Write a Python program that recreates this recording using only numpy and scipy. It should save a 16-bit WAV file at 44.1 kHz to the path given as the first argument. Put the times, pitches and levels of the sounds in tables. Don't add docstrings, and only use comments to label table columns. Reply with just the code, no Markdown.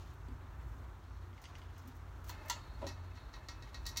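import sys
import numpy as np
from scipy import signal
from scipy.fft import rfft, irfft, next_fast_len
from scipy.io import wavfile
from scipy.ndimage import uniform_filter1d

SR = 44100
rng = np.random.default_rng(int(sys.argv[2]) if len(sys.argv) > 2 else 0)


def wrap_up_sound(samples):
    columns = np.atleast_2d(samples).T
    tamed = np.clip(columns, -1, 1)
    steps = np.round(tamed * 32767).astype(np.int16)
    wavfile.write(sys.argv[1], SR, steps)


N = 176400


def undb(db):
    return 10 ** (np.asarray(db) / 20)


def unit(x):
    return x / np.sqrt(np.mean(x ** 2))


def unit_hit(x, window_s=.01):
    return x * np.sqrt(window_s * SR / np.sum(x ** 2))


def colour(x, points, tilt_db=0):
    size = 2 * next_fast_len(len(x))
    octave = np.log2(np.maximum(np.fft.rfftfreq(size, 1 / SR), 1))
    hz, db = np.array(points).T
    knots = np.log2(hz)
    slope = tilt_db * (np.clip(octave, knots[0], knots[-1]) - knots.mean())
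    cepstrum = irfft(np.log(undb(np.interp(octave, knots, db) + slope)))
    cepstrum[1:size // 2] *= 2
    cepstrum[size // 2 + 1:] = 0
    return irfft(rfft(x, size) * np.exp(rfft(cepstrum)))[:len(x)]


def wander(rate_hz):
    hold = int(SR / rate_hz)
    steps = np.repeat(rng.standard_normal(N // hold + 1), hold)
    return unit(uniform_filter1d(uniform_filter1d(steps, hold), hold)[:N])


def fader(curve):
    return undb(np.interp(np.arange(N) / SR, *np.array(curve).T))


def resonant_noise(resonances):
    freqs = np.fft.rfftfreq(N, 1 / SR)
    out = np.zeros(N)
    for hz, width, db in resonances:
        spectrum = rfft(rng.standard_normal(N)) / (1 + (2 * (freqs - hz) / width) ** 2)
        out += undb(db) * unit(irfft(spectrum, N))
    return out


def texture(curve, noise, rough_db=2.5):
    return fader(curve) * undb(rough_db * wander(70)) * unit(noise)


def add(out, start, sound):
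    i = int(start * SR)
    out[i:i + len(sound)] += sound[:N - i]


def crack(eq, tilt_db=0, room_db=0, grain=None):
    burst_s, first_wall_s = .0021, .0021
    early_db, early_t60_s = 4, .075
    late_db, late_t60_s, late_top_hz = .5, .23, 6900
    t = np.arange(SR // 2) / SR
    burst, early, late = rng.standard_normal((3, len(t))) if grain is None else grain
    arrival = np.clip(t / first_wall_s - .5, 0, 1)
    late = signal.sosfilt(signal.butter(1, late_top_hz, fs=SR, output="sos"), late)
    room = (undb(early_db) * unit_hit(early * arrival * undb(-60 * t / early_t60_s))
            + undb(late_db) * unit_hit(late * arrival * undb(-60 * t / late_t60_s)))
    direct = unit_hit(burst * np.sqrt(t) * np.exp(-2 * t / burst_s))
    return unit_hit(colour(direct + undb(room_db) * room, eq, tilt_db))


def ring(modes, tilt_db=0, scatter_db=3.5, detune=.001, rise_s=.0014):
    t = np.arange(SR // 2) / SR
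    sound = 0
    for (hz, db, t60), (strength, shift, phase) in zip(modes, rng.standard_normal((len(modes), 3))):
        wave = np.sin(2 * np.pi * (hz * (1 + detune * shift) * t + phase))
        gain = undb(db + tilt_db * np.log2(hz / modes[0][0]) + scatter_db * strength)
        sound = sound + gain * wave * undb(-60 * t / t60)
    return unit_hit(sound * (1 - np.exp(-t / rise_s)))


# (frequency [Hz], gain [dB])
AIR_EQ = [(20, -22), (30, -14.5), (40, 11), (52, 13.5), (70, 10), (105, 4.5), (128, 5), (160, -6.5),
          (210, -10), (260, -6), (360, -7.5), (460, -14.5), (700, -14), (950, -11), (1350, -12.5),
          (2000, -22.5), (3000, -32.5), (5000, -42), (6500, -37), (8500, -39), (10500, -45), (13000, -39.5),
          (15500, -40.5)]
# (frequency [Hz], width [Hz], level [dB])
LOW_HUMS = [(58.4, 3.5, -56), (88.96, 2.85, -54)]
# (time [s], gain [dB])
BASS_RIDE = [(0, -1), (.65, 2.5), (1.2, -0.5), (1.5, -3.5), (1.9, -1.5), (2.25, -1.5), (2.55, -2),
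             (2.85, 1.5), (3.25, -1), (4, 0.5)]


def rumble(air_db=-51, flicker_db=1, crossover_hz=134):
    gain = undb(air_db + flicker_db * wander(8.78))
    air = gain * unit(colour(rng.standard_normal(N + SR), AIR_EQ)[SR:])
    bass = signal.sosfiltfilt(signal.butter(4, crossover_hz, fs=SR, output="sos"), air, padtype="even")
    return air - bass + fader(BASS_RIDE) * (bass + resonant_noise(LOW_HUMS))


# (time [s], level [dB])
WHOOSH_RUB_RIDE = [(0, -76), (.4, -65.5), (.8, -69), (1.25, -70), (1.5, -63.5), (1.85, -65), (2.25, -69.5),
                   (2.31, -60), (2.42, -65.5), (2.52, -56.5), (2.7, -67), (3.0, -66), (3.4, -66.5),
                   (4, -66.5)]
SLIDE_RIDE = [(0, -67), (.3, -82), (1.05, -76), (1.17, -76), (1.3, -78), (1.5, -73.5), (1.72, -74),
              (2.1, -77.5), (2.35, -71.5), (2.63, -72.5), (2.8, -72.5), (3.0, -78.5), (3.2, -71),
              (3.43, -77), (3.7, -71), (4, -75)]
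RUSTLE_RIDE = [(0, -81), (.2, -98), (.5, -86), (.66, -76), (.85, -91), (1.1, -98), (4, -98)]
# (frequency [Hz], gain [dB])
WHOOSH_RUB_EQ = [(300, -8), (600, -4), (950, 3.5), (1500, -0.5), (2400, -9.5), (3500, -12.5), (8000, -36)]
SLIDE_EQ = [(1500, -7.5), (2900, -1.5), (3600, -1.5), (4250, -3), (4900, -7), (6400, -7.5), (8500, -17.5),
            (15000, -19)]
RUSTLE_EQ = [(3000, -26), (7500, 0), (10500, -10), (13500, 2), (15500, 4)]


def whoosh_and_handling():
    whoosh_rub = texture(WHOOSH_RUB_RIDE, colour(rng.standard_normal(N), WHOOSH_RUB_EQ))
    slide = texture(SLIDE_RIDE, colour(rng.standard_normal(N), SLIDE_EQ))
    rustle = texture(RUSTLE_RIDE, colour(rng.standard_normal(N), RUSTLE_EQ), rough_db=2.2)
    return whoosh_rub + slide + rustle


# (time [s], level [dB])
SCRAPE_RIDE = [(0, -74), (.1, -84.5), (1.08, -87), (1.16, -80), (1.3, -88), (1.44, -73), (1.53, -78),
               (1.6, -78), (1.68, -83), (1.79, -77), (1.92, -85), (2.03, -85), (4, -88)]
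# (frequency [Hz], width [Hz], gain [dB])
SCRAPE_BANDS = [(5300, 400, -2.5), (5990, 810, 1), (6770, 400, -4)]


def chain_scrape():
    return texture(SCRAPE_RIDE, resonant_noise(SCRAPE_BANDS))


# (time [s], level [dB])
SING_RIDE = [(0, -88), (.4, -83), (1.05, -87.5), (1.17, -79), (1.3, -86), (2.25, -87), (2.35, -76),
             (2.58, -76), (2.63, -66), (2.67, -74), (2.71, -67.5), (2.8, -77.5), (3.0, -76), (3.14, -77),
             (3.18, -68), (3.25, -74.5), (3.43, -79), (4, -73)]
# (frequency [Hz], width [Hz], gain [dB])
SING_BANDS = [(3750, 170, -2.5), (4100, 83, -4), (4270, 66, -2), (4460, 45, -7.5)]


def housing_sing():
    return texture(SING_RIDE, resonant_noise(SING_BANDS), rough_db=1)


# (time [s], level [dB], tilt [dB/octave])
CLINK_CUES = [(.135, -69, 6), (1.417, -64, -2), (1.424, -66, 4), (1.583, -65, -4), (1.7793, -62.5, 0),
              (1.8201, -73, -1), (1.875, -58.5, 0.5), (1.9518, -70, 2), (1.966, -69.5, 0),
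              (2.2422, -60.5, -1), (2.2654, -64, -2), (2.276, -61, 2), (2.2833, -55, -1), (2.291, -50, 5),
              (2.302, -58, 8), (2.452, -66, -4), (2.458, -63, 3), (2.47, -73, -1), (2.483, -52.5, -0.5)]
# (frequency [Hz], gain [dB])
CLINK_EQ = [(1000, -14), (3000, -5), (4500, -2.5), (5800, 1), (7500, -2), (10000, -7.5), (12500, -1),
            (15000, 1.5)]


def chain_clinks():
    out = np.zeros(N)
    for start, db, tilt_db in CLINK_CUES:
        add(out, start, undb(db) * crack(CLINK_EQ, tilt_db, room_db=-1))
    return out


# (time [s], level [dB], tilt [dB/octave])
TAP_CUES = [(0.284, -69.5, 3), (1.3297, -70, -6), (1.3783, -62, -8), (1.4403, -58, 3), (1.454, -56.5, -2),
            (1.5531, -57.5, -4), (1.6174, -61.5, -5), (1.765, -67, -6)]
# (frequency [Hz], gain [dB])
TAP_EQ = [(500, -29), (1500, -14), (2150, -0.5), (2550, -4), (3050, 3.5), (3800, -9), (4800, -6.5),
          (6200, -10), (9000, -16), (15000, -39)]
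# (frequency [Hz], gain [dB], T60 [s])
CASING_RING = [(2084, -1, 0.085), (2900, 0, 0.062), (3320, -7, .07), (4640, -10, 0.16), (4930, -11, .11),
               (6420, -15, 0.14)]


def finger_taps():
    out = np.zeros(N)
    for start, db, tilt_db in TAP_CUES:
        attack = crack(TAP_EQ, tilt_db, room_db=-10)
        add(out, start, undb(db) * (attack + undb(-4) * ring(CASING_RING, tilt_db)))
    return out


# (time [s], level [dB])
BUMP_CUES = [(0.285, -51.5), (1.849, -57), (1.872, -55)]
# (frequency [Hz], gain [dB])
BUMP_EQ = [(100, -38), (200, -5), (255, 18.5), (345, -7.5), (600, -14), (3000, -46)]
# (frequency [Hz], gain [dB], T60 [s])
MOTOR_CASE_RING = [(252, 0, .16), (348, -10, .1)]


def hand_bumps():
    out = np.zeros(N)
    for start, db in BUMP_CUES:
        thud = crack(BUMP_EQ, room_db=6)
        add(out, start, undb(db) * (thud + undb(2.5) * ring(MOTOR_CASE_RING)))
    return out


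# (time [s], level [dB])
GRATE_RIDE = [(2.29, -86), (2.315, -55), (2.36, -59.5), (2.41, -60), (2.48, -59.5), (2.51, -72)]
# (frequency [Hz], width [Hz], gain [dB])
GRATE_BANDS = [(618, 78, -0.5), (886, 60, -0.5), (1270, 24, -4.5), (1780, 140, -2), (2143, 110, -4.5),
               (2602, 57, -6), (4530, 260, -16)]


def lever_grate():
    return texture(GRATE_RIDE, resonant_noise(GRATE_BANDS), rough_db=5.5)


# (time [s], level [dB], tilt [dB/octave], ring [dB], room send [dB])
SNAP_CUES = [(2.2940, -46, -2.5, -5.5, -3.5), (2.4984, -35, 2, -1, -5), (2.5095, -45, -9, 0, -6),
             (2.517, -49, -1, -4.5, 3)]
# (frequency [Hz], gain [dB])
SNAP_EQ = [(120, -60), (400, -27), (700, -19), (970, 10.5), (1200, -10), (1600, -6), (2000, 3.5),
           (2300, -11), (2900, -1), (3750, -0.5), (4040, 0), (4300, 7), (4600, 1), (4950, -2.5), (6200, 0),
           (7350, 0), (8600, -15.5), (14000, -16)]
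# (frequency [Hz], gain [dB], T60 [s])
SWITCH_RING = [(899, -3, 0.07), (962, 9.5, 0.12), (1371, -1, 0.13), (1780, -9, .13), (1977, -3.5, 0.093),
               (2750, -13.5, 0.19), (2815, -9.5, 0.2), (3070, -12, 0.18), (3483, -4, 0.15), (3700, -6, .14),
               (4240, 3, 0.13), (4320, -10, 0.2), (4700, -17, 0.14), (5403, -4.5, 0.098), (5840, -14, .14),
               (6180, -10, 0.15), (6130, -8, 0.13), (6922, -11, 0.15), (6840, -14, 0.16), (7300, -19, 0.13)]


def switch_snaps():
    out = np.zeros(N)
    for start, db, tilt_db, ring_db, room_db in SNAP_CUES:
        attack = crack(SNAP_EQ, tilt_db, room_db)
        tail = ring(SWITCH_RING, min(tilt_db, 0), scatter_db=2.5)
        add(out, start, undb(db) * (attack + undb(ring_db) * tail))
    return out


# (time [s], level [dB], tilt [dB/octave], ring [dB])
KNOCK_CUES = [(2.817, -52, 2.5, 4), (2.826, -50, -0.5, 8.5), (2.8412, -50.5, 0.5, 9),
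              (2.862, -46.5, 0, -0.5)]
# (frequency [Hz], gain [dB])
KNOCK_EQ = [(120, -18), (260, 7), (450, -8), (590, 2), (740, -9), (980, -3), (1300, -17), (1800, -17),
            (3500, -20), (8000, -35.5), (15000, -52)]
# (frequency [Hz], gain [dB], T60 [s])
FITTING_RING = [(252.3, -7, 0.41), (337, -10.5, 0.47), (391, -6, .25), (561.7, 0.5, 0.16), (625, 5, 0.051),
                (792, -8, .22), (981, 2, 0.082), (1380, -18, 0.12)]


def fitting_knocks():
    out = np.zeros(N)
    for start, db, tilt_db, ring_db in KNOCK_CUES:
        attack = crack(KNOCK_EQ, tilt_db, room_db=9)
        add(out, start, undb(db) * (attack + undb(ring_db) * ring(FITTING_RING, scatter_db=1.4)))
    return out


# (time [s], level [dB], tilt [dB/octave], ring [dB])
TICK_CUES = [(2.8668, -46.5, -3.5, -5.5), (2.873, -53.5, 2, 1), (2.888, -49, -4.5, -5.5),
             (3.154, -71, 0, 8), (3.172, -66, -5, 6), (3.331, -67, -1, -4), (3.3377, -54, -5.5, 2),
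             (3.359, -71, 8, -7), (3.4858, -46.5, -4, -3), (3.494, -62, -16, 0), (3.6235, -58, -3, 2),
             (3.6728, -68, -7, 5.5), (3.732, -71, 4, 0), (3.744, -49.5, -4.5, 0), (3.854, -54, -2, -0.5),
             (3.8642, -42, 2.5, -4), (3.869, -52, 1, -9), (3.889, -51, 6, -4), (3.961, -49.5, -5.5, -3),
             (3.9711, -35.5, 3.5, -5)]
# (frequency [Hz], gain [dB])
TICK_EQ = [(200, -31), (500, -21.5), (1150, -6), (1700, -19), (2400, -13.5), (3300, -10), (4000, 2),
           (4600, 3.5), (5020, -4), (5300, 1), (5800, 6), (6100, -3), (6500, -2), (7200, -5.5),
           (8600, -14.5), (11000, -15.5), (15000, -16.5)]
# (frequency [Hz], gain [dB], T60 [s])
HOUSING_RING = [(956, -12, .2), (1340, -9.5, 0.29), (1895, 3, 0.15), (2146, -1.5, 0.17), (2600, -6.5, 0.31),
                (3090, -11, 0.23), (3350, -14, 0.24), (3660, -8, 0.19), (3880, -5, .17), (3910, 1, 0.19),
                (4230, -8, .17), (4360, -3, 0.17), (4410, -0.5, 0.12), (4813, -11, 0.097),
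                (5200, -13, 0.23), (5670, -13, 0.15), (5760, -9, 0.14), (6250, -22, 0.12),
                (6500, -11, 0.13), (11550, -17, 0.19)]


def housing_ticks(shared=.6):
    out = np.zeros(N)
    path = rng.standard_normal((3, SR // 2))
    for start, db, tilt_db, ring_db in TICK_CUES:
        grain = np.sqrt(shared) * path + np.sqrt(1 - shared) * rng.standard_normal(path.shape)
        attack = crack(TICK_EQ, tilt_db, room_db=-3, grain=grain)
        add(out, start, undb(db) * (attack + undb(ring_db) * ring(HOUSING_RING, tilt_db)))
    return out


def scene():
    bed = rumble() + whoosh_and_handling() + chain_scrape() + housing_sing()
    mechanics = lever_grate() + switch_snaps() + housing_ticks() + fitting_knocks()
    touches = finger_taps() + chain_clinks() + hand_bumps()
    return (bed + mechanics + touches)[None]


def record(dry, top_hz=15800):
    return signal.sosfilt(signal.ellip(10, .2, 70, top_hz, fs=SR, output="sos"), dry)


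dry = scene()
out = record(dry)
wrap_up_sound(out)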